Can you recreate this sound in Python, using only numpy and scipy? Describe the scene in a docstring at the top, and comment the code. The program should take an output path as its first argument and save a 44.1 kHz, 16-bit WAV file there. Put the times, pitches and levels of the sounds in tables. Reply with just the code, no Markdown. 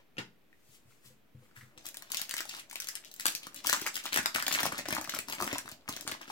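"""Over a soft hiss, cards tap and slap onto a pile: noise bursts with short rings, then knocks on ringing wood.
A foil packet slides off the table in strokes of hiss and scrape, then is torn and crumpled close to a phone.
Creases snap as buckling rings with bright ticks, over a swarm of smaller crackles with each squeeze.
Panels pop with low thuds, and a slack curve sets how strongly the sheet flexes.
A small room answers with decaying noise, and the two microphones at the ends of the phone hear it with a lag."""
import sys
import numpy as np
from scipy import signal
from scipy.fft import rfft, irfft, next_fast_len
from scipy.io import wavfile

SR = 44100
rng = np.random.default_rng(int(sys.argv[2]) if len(sys.argv) > 2 else 0)


def bounce(signal):
    """Save signal as a 16-bit WAV file at the path given by the first command-line argument."""
    frames = np.transpose(np.atleast_2d(signal))
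    limited = np.clip(frames, -1, 1)
    pcm = np.round(limited * 32767).astype(np.int16)
    wavfile.write(sys.argv[1], SR, pcm)


N = 278403  # samples


def undb(db):
    """Decibels to amplitude."""
    return 10 ** (np.asarray(db) / 20)


def unit(x):
    """Scale to an RMS of 1."""
    return x / np.sqrt(np.mean(x ** 2))


def colour(x, table, lag_s=0.):
    """Filter through (f/Hz, level/dB) points joined on a log frequency axis, with an optional lag."""
    hz, db = np.transpose(table)
    n = next_fast_len(x.shape[-1] + 512)
    f = np.arange(n // 2 + 1) * SR / n + 1e-3  # keeps the log finite
    gain = undb(np.interp(np.log(f), np.log(hz), db))
    gain = gain * np.exp(-2j * np.pi * f * lag_s)
    return irfft(rfft(x, n) * gain, n)[..., :x.shape[-1]]


def ring(x, hz, width_hz):
    """One resonance, gain 1 at the centre."""
    return signal.lfilter(*signal.iirpeak(hz, hz / width_hz, SR), x)


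def place(s, shapes):
    """Lay one short shape at each time."""
    at = (np.asarray(s) * SR).astype(int)[:, None] + np.arange(shapes.shape[1])
    return np.bincount(at.ravel(), shapes.ravel(), N + shapes.shape[1])[:N]


def buckles(hz, db, cycles, chatter, size):
    """A crease buckles: a ring of a few cycles, broken up by chatter of the neighbouring folds."""
    turn = np.arange(size) / SR * np.asarray(hz)[:, None]  # cycles elapsed
    chance = rng.standard_normal((len(turn), size))
    wander = chatter * np.cumsum(chance, axis=1) * np.sqrt(turn[:, 1:2])
    tone = np.sin(2 * np.pi * turn + wander)
    envelope = np.exp(-turn / cycles) * np.minimum(2 * turn, 1)
    return undb(db)[:, None] * envelope * tone


def bursts(db, decay_s, size, rise_s=0.):
    """Decaying noise bursts, evened to equal energy for equal level, with an optional short rise."""
    t = np.arange(size) / SR - 3 * rise_s
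    shape = np.exp(-np.abs(t) / np.where(t < 0, rise_s, decay_s))
    noise = rng.standard_normal((len(db), size)) * shape
    even = np.sqrt(np.sum(shape ** 2, axis=-1) / np.sum(noise ** 2, axis=1))
    return undb(db)[:, None] * noise * even[:, None]


def swarm(per_s, lo_hz, hi_hz, scatter_db, cycles, count):
    """Small buckles at random times; positive scatter lifts a few above the rest, negative sinks a few."""
    gap, pitch, big = rng.random((count, 3)).T
    s = np.cumsum(-np.log(1 - gap)) / per_s
    db = -scatter_db * np.log(1 - .97 * big)
    hz = lo_hz * (hi_hz / lo_hz) ** pitch
    shapes = buckles(hz, db, cycles, chatter=0.82, size=200)
    inside = s < N / SR
    x = place(s[inside], shapes[inside])
    return unit(colour(x, [(lo_hz / 4, -20), (lo_hz, 0)]))


# Spectrum of the background hiss: (f/Hz, level/dB)
QUIET_COLOUR = [(30, 11.5), (100, 0), (200, 3.5), (400, 0), (1000, -9), (2500, -10), (5000, -20),
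                (9000, -26), (13000, -18.5), (16000, -21)]
QUIET_DB = -66


def quiet():
    """Still room and microphone hiss; a nearly even part of the hiss is shared by both microphones."""
    own = colour(rng.standard_normal((2, N)), QUIET_COLOUR)
    shared = colour(rng.standard_normal(N), QUIET_COLOUR)
    shared = colour(shared, [(150, -6.0), (600, -5)])
    return unit(own + shared) * undb(QUIET_DB)


# Cards meeting cards and small taps: (t/s, relative level/dB, ring f/Hz, noise decay/s)
CARD_HITS = [(0, -57.5, 514, 0.022), (0.169, -41, 2440, 0.0076), (0.182, -26.5, 2860, 0.017),
             (.529, -45, 1880, 0.00013), (1.512, -51, 1380, 0.0015)]
# Spectrum of the card slap noise: (f/Hz, level/dB)
CARD_COLOUR = [(88, -23), (150, 0.5), (504, -7.5), (578, -16), (905, -3), (1260, -10), (1340, -6),
               (2870, -7.5), (16000, -32.5)]


def cards():
    """Cards slap and tap: a coloured noise burst with a short chattering ring."""
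    s, db, hz, decay_s = np.transpose(CARD_HITS)
    slap = colour(place(s, bursts(db + 7.5, decay_s[:, None], size=3000)), CARD_COLOUR)
    return slap + place(s, buckles(hz, db, cycles=2.8, chatter=0.69, size=400))


# Knocks on the table top: (t/s, relative level/dB, hardness/dB per octave)
KNOCKS = [(0.183, -35, 0), (0.687, -53, -7), (0.853, -48, -13), (1.054, -46.5, -3), (1.1, -51, 4.5),
          (1.347, -36, -5), (1.421, -52, 5.5), (1.566, -42.5, -8), (1.625, -43, -3.5), (1.765, -52.5, 6)]
# Ringing modes of the wood: (f/Hz, relative level/dB, t60/s)
WOOD_MODES = [(100, -5.5, 0.19), (127.8, -1, 0.28), (214, -9.5, 0.37), (308, -11, 0.13), (507, -9, 0.13)]


def knocks():
    """Fingertips and card pile knock the wood, which rings in decaying modes."""
    s, db, hard_db = np.transpose(KNOCKS)
    t = np.arange(SR // 3) / SR
    phase = 2 * np.pi * rng.random((len(s), len(WOOD_MODES)))
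    modes = 0
    for k, (hz, mode_db, t60) in enumerate(WOOD_MODES):
        # a harder contact favours the upper modes
        level = undb(mode_db + hard_db * np.log2(hz / WOOD_MODES[1][0]))[:, None]
        modes = modes + level * np.sin(2 * np.pi * hz * t + phase[:, k:k + 1]) * 1000. ** (-t / t60)
    onset = 1 - np.exp(-t / 0.0029)
    return place(s, undb(db - 8.0)[:, None] * modes * onset)


# Strokes of the slide: (peak t/s, rise/s, fall/s, hiss level/dB, scrape level/dB)
SLIDES = [(.755, 0.078, 0.023, -57.5, -82), (.91, 0.048, 0.084, -65, -74), (1.06, 0.015, 0.034, -54, -66.5),
          (1.44, 0.056, 0.078, -68, -70), (1.563, 0.0065, 0.067, -56, -53.5)]


def strokes(column):
    """Level of one slide layer: every stroke swells to its fastest moment and dies away."""
    t = np.arange(N) / SR
    level = 0
    for row in SLIDES:
        peak_s, rise_s, fall_s = row[:3]
        swell = np.exp(np.minimum((t - peak_s) / rise_s, (peak_s - t) / fall_s))
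        level = level + undb(row[column]) * swell
    return level


# Spectrum of the sliding hiss: (f/Hz, level/dB)
SLIDE_COLOUR = [(410, -58), (700, -31), (1500, -24), (1940, -9), (3030, -5.5), (5470, -7.5), (7490, -4.5),
                (16000, -8.5)]


def slide():
    """The packet slides over wood: coloured noise hisses and a swarm of small rings scrapes."""
    hiss = unit(colour(rng.standard_normal(N), SLIDE_COLOUR))
    scrape = swarm(per_s=250., lo_hz=1100., hi_hz=2300., scatter_db=4., cycles=2.5, count=5000)
    return strokes(column=3) * hiss + strokes(column=4) * scrape


# Slackness of the packet as a gain on its low flexing: (t/s, level/dB)
SLACK = [(1.7, 0.5), (2.3, -12), (3.1, -11), (3.5, -5), (3.9, -8.5), (4.5, -3), (4.9, 2.5), (5.6, 5),
         (6.31, -2)]


def slack_db(s):
    """A slacker packet flexes more strongly; read that gain at any time."""
    return np.interp(s, *np.transpose(SLACK))


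# Resonances of slack foil and air pocket: (f/Hz, width f/Hz, level/dB)
SHEET = [(133, 118, -8), (297, 120, 1.5), (594, 136, 2.5)]


def sheet(push):
    """The slack foil answers a push with low, short resonances."""
    return sum(undb(db) * ring(push, hz, width_hz) for hz, width_hz, db in SHEET)


# Panels that flip: (t/s, level/dB, ring f/Hz)
POPS = [(1.769, -48, 134), (2.335, -37.5, 290), (2.398, -38, 360), (3.255, -30.5, 460), (3.465, -38, 280),
        (3.729, -51, 264), (3.815, -30, 337), (4.055, -48, 350), (4.161, -49, 310), (4.186, -25.5, 242),
        (4.251, -38, 259), (4.35, -29, 272), (4.599, -46, 242), (4.631, -26, 285), (4.665, -32, 172),
        (4.726, -34, 214), (4.884, -33, 285), (4.924, -35, 277), (4.981, -40, 170), (5.078, -43, 191),
        (5.18, -55, 352), (5.298, -41, 275), (5.36, -51, 195), (5.413, -29, 287), (5.44, -36, 253),
        (5.526, -28, 261), (5.648, -39, 263), (5.719, -38, 283), (5.887, -30, 288), (5.959, -55, 291),
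        (6.047, -38, 291), (6.072, -35.5, 245), (6.118, -32, 307)]
POP_DELAY_S, PUFF_HZ, PUFF_DB = 0.00384, 79, -7  # puff level is against the pop
HANDS_DB = -69.5


def pops():
    """Panels flip with a low thud and pump a puff of air; the fingers rub dully as filtered noise."""
    s, db, hz = np.transpose(POPS)
    thuds = place(s + POP_DELAY_S, buckles(hz, db, cycles=1.0, chatter=0.75, size=2000))
    puff_db = db + PUFF_DB + slack_db(s)
    puffs = place(s, buckles(PUFF_HZ + 0 * s, puff_db, cycles=0.31, chatter=0.54, size=3000))
    held = np.clip((np.arange(N) / SR - SLACK[0][0]) / 0.058, 0, 1)
    rub = undb(HANDS_DB) * held * unit(sheet(rng.standard_normal(N)))
    return thuds + puffs + rub


# Creases that snap: (onset t/s, relative level/dB, ring f/Hz, relative tick level/dB)
SNAPS = [(1.776, -31, 3760, -50), (1.855, -35, 7520, -3), (1.865, -29.5, 5000, -3), (1.887, -32, 8160, -7),
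         (1.943, -32, 6000, -16), (1.97, -25, 5200, -18), (2.022, -34.5, 1590, -5), (2.103, -42, 1550, -1),
         (2.118, -21.5, 7750, -7.5), (2.145, -19.5, 3030, -17), (2.17, -15, 6010, -25),
         (2.195, -27.5, 1580, -15), (2.215, -17.5, 5000, -16), (2.293, -23, 4830, -15),
         (2.31, -21.5, 4970, -14), (2.339, -18, 1600, -20), (2.366, -20, 6230, -24), (2.38, -24, 3730, -8),
         (2.405, -21.5, 1500, -21), (2.453, -36.5, 820, -8), (2.492, -24.5, 5500, -16.5),
         (2.548, -27.5, 5300, -36), (2.566, -32, 4670, -24), (2.596, -37.5, 4170, -1),
         (2.698, -38, 6260, -13), (2.711, -28, 2330, -26), (2.728, -37, 790, -8), (2.756, -19.5, 2540, -27),
         (2.801, -24.5, 6800, -6), (2.82, -28, 6300, -15), (2.843, -27.5, 3870, -25),
         (2.871, -25.5, 6840, -17), (2.886, -23.5, 6120, -5), (2.953, -21.5, 5440, -13.5),
         (3.047, -32, 2300, -33), (3.114, -39.5, 6230, -3.5), (3.139, -46, 6700, 11), (3.162, -44, 7600, 0),
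         (3.197, -23.5, 1880, -15), (3.207, -27, 6550, -13), (3.255, -12.5, 1670, -16),
         (3.265, -17, 4130, -0.5), (3.281, -11.5, 3970, -30), (3.321, -29, 3190, -15),
         (3.35, -20.5, 8300, -8), (3.359, -35, 8550, -13), (3.432, -33, 3480, -19), (3.468, -27, 1280, -22),
         (3.544, -36, 7090, 1), (3.561, -33.5, 5250, -2.5), (3.641, -41, 1230, 0), (3.66, -23.5, 8050, -7),
         (3.669, -15.5, 6230, -5), (3.696, -13.5, 1620, -8), (3.728, -11, 1150, -15),
         (3.763, -26.5, 1080, -10), (3.796, -30, 1880, -19), (3.815, -27.5, 1620, -3),
         (3.864, -15, 1730, -28), (3.873, -18, 1620, -26), (3.943, -34, 7490, 0), (3.955, -20.5, 5870, -11),
         (3.966, -23, 7280, -7), (4.039, -35, 4700, -10), (4.055, -21.5, 1310, -18),
         (4.129, -16, 3940, -29), (4.142, -13.5, 3760, -21), (4.16, -12, 1660, -22), (4.173, -8, 1570, -39),
         (4.184, -18, 1570, -38), (4.229, -32, 1700, -15), (4.258, -10.5, 1570, -32),
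         (4.346, -14.5, 4070, -32), (4.359, -11, 1500, -35), (4.396, -26.5, 2980, -10),
         (4.424, -17.5, 1460, -22), (4.465, -13.5, 3270, -38), (4.48, -14.5, 1530, -15),
         (4.514, -25, 7780, -15), (4.525, -11.5, 5450, -20), (4.539, -17, 4760, -13),
         (4.544, -23, 5980, -19), (4.554, -20, 1830, -23), (4.598, -29, 2220, -22),
         (4.604, -21, 1160, -6.5), (4.631, -14, 1590, -20), (4.654, -17, 1080, -17), (4.663, -20, 810, -11),
         (4.723, -21, 1550, -34), (4.78, -26, 4500, -8), (4.788, -21.5, 1847, -42),
         (4.855, -24.5, 1730, -45), (4.885, -24, 930, -9), (4.906, -20, 1720, -23),
         (4.925, -16.5, 1850, -28), (4.949, -29, 810, 1), (4.982, -22, 820, -47), (5.012, -26.5, 1160, -11),
         (5.042, -21, 6200, -32), (5.074, -29, 1210, -30), (5.095, -23, 7520, -9),
         (5.138, -21.5, 1140, -42), (5.148, -25, 8040, -10), (5.167, -26.5, 1080, -28),
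         (5.188, -17.5, 2400, -20), (5.284, -26.5, 1110, -19), (5.298, -30.5, 920, -2.5),
         (5.324, -26, 2690, -6.5), (5.332, -28.5, 1120, -12), (5.351, -35, 2680, -7), (5.398, -38, 870, 2),
         (5.411, -23, 977, -17), (5.423, -17.5, 1150, -21), (5.442, -32.5, 905, 3), (5.474, -33, 900, -7),
         (5.528, -18, 2010, -28), (5.556, -36, 1830, -23), (5.582, -19, 6600, -16.5),
         (5.657, -34.5, 1140, -37), (5.689, -32.5, 6940, -12), (5.715, -30, 4840, -15),
         (5.888, -30, 780, -4), (5.892, -27.5, 1090, -9), (5.925, -24.5, 2970, -26),
         (5.964, -19.5, 6400, -32), (6.009, -27.5, 5700, -11), (6.076, -22, 1700, -9.5),
         (6.114, -27.5, 1230, -6), (6.214, -32.5, 1570, -26), (6.303, -29, 930, -32)]
# Spectrum of the foil spray: (f/Hz, level/dB)
FOIL_COLOUR = [(300, -4), (700, -51), (1400, 4.5), (3000, 8), (5500, 11.5), (12000, 8.5), (16000, 7.5)]
FLEX_DB, FLEX_DB_PER_OCTAVE, FLEX_SCATTER_DB = -6.5, -4.5, 3  # long creases ring low and bend the sheet more
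ONSET_TO_PEAK_S = .001  # from the listed onset to the loudest moment of the snap
TICK_DB, SPRAY_DB, AFTER_DB = 11, -6, -17


def snaps():
    """Each crease: ring, bright tick, a spray around it, a flex of the sheet and dwindling aftershocks."""
    s, db, hz, tick_db = np.transpose(SNAPS)
    s = s + ONSET_TO_PEAK_S
    rings = place(s - .5 / hz, buckles(hz, db - 2.0, cycles=1.46, chatter=0.84, size=400))
    rings = colour(rings, [(200, -9.5), (800, 2)])
    ticks = place(s, bursts(db + tick_db + TICK_DB, decay_s=0.000059, size=200))
    ticks = colour(ticks, [(4000, -21.0), (9000, 6.5)])
    # the brighter the crease, the more it sprays
    spray_db = db + 0.36 * tick_db + SPRAY_DB
    spray = place(s - .0012, bursts(spray_db, decay_s=0.0013, size=900, rise_s=0.0004))
    spray = colour(spray, FOIL_COLOUR)
    flex_db = db + FLEX_DB + slack_db(s) + FLEX_DB_PER_OCTAVE * np.log2(hz / 2000)
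    flex_db = flex_db + FLEX_SCATTER_DB * rng.standard_normal(len(s))
    flex = sheet(place(s - .003, bursts(flex_db, decay_s=0.0041, size=900, rise_s=0.0012)))
    decay = np.exp(-np.arange(SR // 8) / SR / 0.0089)
    strain = place(s, undb(db + AFTER_DB)[:, None] * decay)
    crackle = swarm(per_s=600., lo_hz=1600.0, hi_hz=11800.0, scatter_db=8.5, cycles=1.0, count=12000)
    return rings + ticks + spray + flex + strain * crackle


# Squeezes of the packet: (t/s, hold/s, level/dB)
SQUEEZES = [(1.778, 0.11, -68.5), (1.85, 0.026, -59), (1.94, 0.23, -67), (2.099, 0.15, -56.5),
            (2.291, 0.15, -54), (2.478, 0.11, -50.5), (2.7, .28, -61), (3.041, 0.042, -59),
            (3.11, .06, -84), (3.19, 0.05, -57), (3.255, 0.094, -53), (3.429, 0.033, -58),
            (3.541, 0.061, -52.5), (3.647, .13, -43), (3.81, 0.07, -47.5), (3.934, 0.063, -49.5),
            (4.038, 0.039, -45.5), (4.127, 0.058, -39.5), (4.25, 0.018, -50.5), (4.344, 0.1, -47.5),
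            (4.501, 0.16, -42.5), (4.72, 0.084, -48), (4.883, 0.11, -48), (5.09, .11, -54),
            (5.278, 0.071, -55), (5.383, 0.13, -49.5), (5.509, 0.08, -53.5), (5.655, 0.075, -60),
            (5.881, 0.15, -56.5), (6.068, 0.074, -50.5), (6.199, .05, -61.5), (6.28, .05, -50.5)]
GRIP_S, LET_GO_S, HELD_DB = 0.0066, 0.0098, -78  # the held packet never falls quite silent
LESSER_DB = -2.  # scattered lesser snaps against the fine crackle
RUSTLE_DB, RUSTLE_SHARE, SHEET_DB = 3.5, 0.62, -5.5  # larger creases follow a share of the slack, the sheet all


def crumple():
    """Each squeeze sets off fine crackle, lesser snaps, larger creases and the flexing sheet."""
    t = np.arange(N) / SR
    grip = undb(HELD_DB) * (t > SQUEEZES[0][0])
    for s, hold_s, db in SQUEEZES:
        edges = np.minimum((t - s) / GRIP_S, (s + hold_s - t) / LET_GO_S)
        grip = grip + undb(db) * np.exp(np.minimum(edges, 0))
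    fine = swarm(per_s=1000.0, lo_hz=2720.0, hi_hz=14300.0, scatter_db=4.0, cycles=0.17, count=16000)
    lesser = swarm(per_s=110., lo_hz=1560.0, hi_hz=12200.0, scatter_db=7.0, cycles=0.56, count=1500)
    large = swarm(per_s=500., lo_hz=960.0, hi_hz=2890.0, scatter_db=12.0, cycles=0.62, count=6000)
    pushes = swarm(per_s=200., lo_hz=146.0, hi_hz=920.0, scatter_db=-4.0, cycles=0.27, count=3000)
    slack = slack_db(t)
    crackle = fine + undb(LESSER_DB) * lesser
    rustle = undb(RUSTLE_DB + RUSTLE_SHARE * slack) * large
    flex = undb(SHEET_DB + slack) * unit(sheet(pushes))
    return grip * (crackle + rustle + flex)


# Bands of the room's decay: (f/Hz, t60/s, relative level/dB)
ROOM = [(155, 0.43, 0.5), (510, 0.21, -2.5), (1390, 0.26, -4), (4470, 0.25, -2), (11890, 0.16, 2.5)]


def room(x):
    """Dense echoes, lasting longest in the bass; long waves reach both microphones alike."""
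    t = np.arange(SR // 3) / SR
    tail = 0
    for hz, t60, db in ROOM:
        band = ring(rng.standard_normal((2, len(t))), hz, 1.77 * hz)
        mid, side = band * undb(db) * 1000. ** (-t / t60)
        tail = tail + mid + min(hz / 890.0, 1) * side * np.array([[1], [-1]])
    tail = tail * (1 - np.exp(-t / 0.00023))
    return signal.fftconvolve(x[None], tail / np.sqrt(np.sum(tail ** 2) / 2), axes=1)


# Far microphone port, shadowed by the phone: (f/Hz, level/dB)
FAR_PORT = [(100, -2.5), (2500, -2), (5000, -4.5), (8000, -9), (9200, -18)]
# Echoes at the far port, which peaks and then dips: (f/Hz, level/dB)
FAR_ECHOES = [(300, -2.5), (3000, 0), (7900, 3), (9200, -8), (12000, -3.5)]
LAG_S, LAG_SPREAD_S = 0.00019, .00007
ROOM_DB = -3


def heard(air, size):
    """The hands keep moving: each short stretch has its own lag between the microphones and its own echoes."""
    out = np.zeros((2, N + SR))
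    padded = np.pad(air, (size, 2 * size))
    window = signal.get_window("hann", 2 * size)  # half-overlapping stretches cross-fade
    for at in range(0, N + size, size):
        part = np.pad(padded[at:at + 2 * size] * window, (0, 512))  # room for the lag
        far = colour(part, FAR_PORT, LAG_S + LAG_SPREAD_S * rng.standard_normal())
        echoes = undb(ROOM_DB) * room(part)
        echoes[1] = colour(echoes[1], FAR_ECHOES)
        out[:, at:at + len(part)] += undb(0.5) * np.array([part, far])
        out[:, at:at + echoes.shape[1]] += echoes
    return out[:, size:size + N]


def scene():
    """Cards and packet reach the microphones through the air, the wood through the stand."""
    air = cards() + slide() + pops() + snaps() + crumple()
    through_stand = knocks() * undb([[1.5], [-1.5]])
    return quiet() + through_stand + heard(air, size=2048)


TOP_HZ = 15900
OFFSET = -.00051  # of full scale


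def record(dry):
    """The phone thins the deep bass, cuts the top and sits on a small offset."""
    thin = signal.sosfilt(signal.butter(2, 70., "high", fs=SR, output="sos"), dry)
    return signal.sosfilt(signal.ellip(8, .2, 60, TOP_HZ, fs=SR, output="sos"), thin) + OFFSET


dry = scene()
out = record(dry)
bounce(out)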